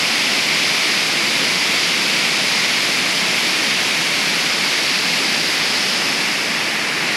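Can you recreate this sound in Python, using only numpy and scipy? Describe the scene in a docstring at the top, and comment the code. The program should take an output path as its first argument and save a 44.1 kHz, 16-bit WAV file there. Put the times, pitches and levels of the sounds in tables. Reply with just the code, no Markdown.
"""A steady, bright rush of white water: a large waterfall heard from a lookout above it.
Bursting bubbles ring in the foam, clouds of trapped air roar in the basin far below, and
droplet impacts add a fine hiss. One small microphone with a resonant port takes in the sound.
Near the end it draws back behind the parapet, whose acoustic shadow dulls the treble."""
import sys
import numpy as np
from scipy import signal
from scipy.fft import rfft, irfft, next_fast_len
from scipy.io import wavfile
from scipy.ndimage import uniform_filter1d, map_coordinates

SR = 44100
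rng = np.random.default_rng(int(sys.argv[2]) if len(sys.argv) > 2 else 0)


def transcribe(signal):
    """Save signal, clipped to [-1, 1], as a 16-bit WAV file at the path in sys.argv[1]."""
    frames = np.atleast_2d(signal).T
    limited = np.clip(frames, -1, 1)
    pcm = np.round(limited * 32767).astype(np.int16)
    wavfile.write(sys.argv[1], SR, pcm)


N = 315756
TOP_HZ = 15900  # band limit of the microphone


def amp(db):
    """Decibels to amplitude ratio."""
    return 10 ** (np.asarray(db) / 20)


def unit(x):
    """x at rms 1."""
    return x / np.sqrt(np.mean(x ** 2) + 1e-20)


def ramp(start_s, length_s):
    """A linear rise from 0 to 1."""
    return np.clip((np.arange(N) / SR - start_s) / length_s, 0, 1)


def wobble(rate_hz):
    """A smooth curve through rate_hz random values a second."""
    knots = rng.standard_normal(int(N * rate_hz / SR) + 4)
    return map_coordinates(knots, [np.arange(N) * rate_hz / SR])


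def swell_db(rows, width_s):
    """Gaussian rises in level."""
    t = np.arange(N) / SR
    return sum(db * np.exp(-((t - peak_s) / width_s) ** 2) for peak_s, db in rows)


def filtered(x, response):
    """Linear filtering: the spectrum of x times a gain that depends on frequency."""
    size = next_fast_len(N + SR // 2)
    return irfft(rfft(x, size) * response(np.fft.rfftfreq(size, 1 / SR)), size)[:N]


def coloured(x, spectrum):
    """x filtered by (Hz, dB) points joined on a logarithmic frequency axis."""
    points_hz, db = np.transpose(spectrum)
    return filtered(x, lambda hz: amp(np.interp(np.log(hz + 1), np.log(points_hz + 1), db)))


def churn(patchy_db):
    """Random modulation: bands of noise swell and sink separately, like sheets of water breaking up."""
    spectrogram = signal.stft(rng.standard_normal(N), nperseg=512)[2]
    patches = uniform_filter1d(rng.standard_normal(spectrogram.shape), size=8, axis=0)  # over frequency
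    patches = uniform_filter1d(patches, size=16, axis=1)  # over time
    return unit(signal.istft(spectrogram * amp(patchy_db * unit(patches)), nperseg=512)[1][:N])


def bubbles(pitch_hz, spread, decay_cycles, scatter_db, count):
    """Each bubble is a damped oscillator, ringing at a random time, pitch and strength."""
    when, pitch, strength = rng.random((count, 3)).T[:, :, None]
    hz = np.minimum(pitch_hz * np.exp(spread * (2 * pitch - 1)), TOP_HZ)
    age = np.arange(160)  # samples
    cycles = hz * age / SR
    gain = amp(-scatter_db * np.log(1 - strength))
    rings = gain * np.sin(2 * np.pi * cycles) * np.exp(-cycles / decay_cycles)
    positions = (when * N).astype(int) + age
    return unit(np.bincount(positions.ravel(), rings.ravel(), N)[:N])


def spray(level_db):
    """Countless droplet impacts add incoherently into a fine hiss."""
    # Spectrum of the spray. Each row: frequency in Hz, relative level in dB.
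    spectrum = [(2000, -32), (5000, 3), (7000, 1), (8400, -1.5), (10300, 0.5), (11500, -1.3), (12300, -5.5),
                (13200, -28), (15800, -20.5)]
    drops = bubbles(pitch_hz=8000, spread=0.63, decay_cycles=1, scatter_db=0.5, count=25000)
    flicker_db = 0.17 * wobble(rate_hz=16)
    hiss = unit(coloured(churn(patchy_db=0.5) + amp(-11.5) * drops, spectrum))
    return amp(level_db + flicker_db) * hiss


def plunge(level_db):
    """Clouds of trapped air oscillate and boom in the basin; distance evens the roar out."""
    # Spectrum of the roar. Each row: frequency in Hz, relative level in dB.
    spectrum = [(20, -49), (50, -43.5), (75, -26), (100, -16), (160, -2), (205, 0), (300, -0.7), (430, -4),
                (1000, -5), (1850, -5), (3500, -21), (9000, -47)]
    # Heavier masses of water land. Each row: peak time in seconds, rise of the bass in dB.
    booms = [(0.35, 0.5), (2.2, 1), (6.05, 1.4)]
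    roar = unit(coloured(rng.standard_normal(N), spectrum))
    bass = filtered(roar, lambda hz: 1 / (1 + (hz / 400) ** 4))  # low-pass at 400 Hz
    bass_gain = amp(swell_db(booms, width_s=0.18))
    return amp(level_db) * (roar + (bass_gain - 1) * bass)


def white_water(level_db):
    """Foam tumbles over the rocks; the resonances of its bursting bubbles merge into a broad rush."""
    # Spectrum of the foam. Each row: frequency in Hz, relative level in dB.
    spectrum = [(300, -39), (1000, -14.5), (1550, -10.5), (2150, 0.3), (2700, -0.3), (3800, -2.5),
                (5200, -3), (6200, -9.8), (8300, -21), (13000, -49)]
    # Brief, slight rises in the loudness of the rush; the last is a surge of the flow.
    # Each row: peak time in seconds, rise in dB.
    rises = [(0.62, 0.8), (1.83, 0.5), (2.6, 0.7), (5.6, 0.3), (7.07, 1)]
    froth = bubbles(pitch_hz=2995, spread=0.79, decay_cycles=1.5, scatter_db=1.4, count=20000)
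    rush = unit(coloured(churn(patchy_db=0.25) + amp(-15) * froth, spectrum))
    flicker_db = 0.11 * wobble(rate_hz=12)
    return amp(level_db + swell_db(rises, width_s=0.069) + flicker_db) * rush


def hiss_drift(x, width_hz=940):
    """Slow modulation of two neighbouring bands: the hiss thins, then returns and drifts higher."""
    # Course of the lower and of the upper band. Each row: time in seconds, gain in dB.
    lower_band = [(2.2, -1), (4.0, -1.5), (4.9, 0.3), (5.8, -1), (6.3, -2.5), (6.9, -1)]
    upper_band = [(2.2, 0), (4.0, -1.6), (4.9, -0.13), (6.0, 1.8), (6.9, -0.5)]
    for centre_hz, course in ((4390, lower_band), (5030, upper_band)):
        times_s, db = np.transpose(course)
        gain = amp(np.interp(np.arange(N) / SR, times_s, db))
        band = filtered(x, lambda hz: 1 / (1 + (2 * (hz - centre_hz) / width_hz) ** 4))
        x = x + (gain - 1) * band
    return x


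def parapet(x):
    """Interference with the wall's echo ripples the spectrum; then long waves diffract round it best."""
    # The reflection flattens and widens the main peak. Each row: frequency in Hz, gain in dB.
    reflection = [(900, -5), (1750, 2.1), (2020, -1), (2300, -1.9), (2620, 0.5), (3100, -1), (4500, 0)]
    # The shadow behind the parapet. Each row: frequency in Hz, gain in dB.
    shadow = [(1900, 1.5), (2700, -1), (3200, -4), (4100, -4), (6000, -4), (9000, -3.1)]
    beside = x + ramp(start_s=3.6, length_s=1.8) * (coloured(x, reflection) - x)
    return beside + ramp(start_s=5.88, length_s=1.0) * (coloured(beside, shadow) - beside)


def scene():
    """Level falls with distance: the microphone's retreat weakens the near water, not the far plunge."""
    retreat_loss_db = 0.83 * ramp(start_s=3.1, length_s=2.4)
    near = amp(-retreat_loss_db) * (white_water(level_db=-20.0) + spray(level_db=-31.0))
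    falls = plunge(level_db=-26.0) + parapet(hiss_drift(near))
    return np.array([falls, falls])


def record(dry):
    """Resonance in the microphone port lifts two bands; nothing passes above the band limit."""
    # Port resonances. Each row: centre in Hz, width in Hz, boost in dB.
    port = [(2250, 750, 3.2), (4650, 1040, 3.5)]

    def response(hz):
        boost_db = sum(db / (1 + (2 * (hz - centre) / width) ** 2) for centre, width, db in port)
        return amp(boost_db) * (hz < TOP_HZ)

    return np.array([filtered(x, response) for x in dry])


dry = scene()
out = record(dry)
transcribe(out)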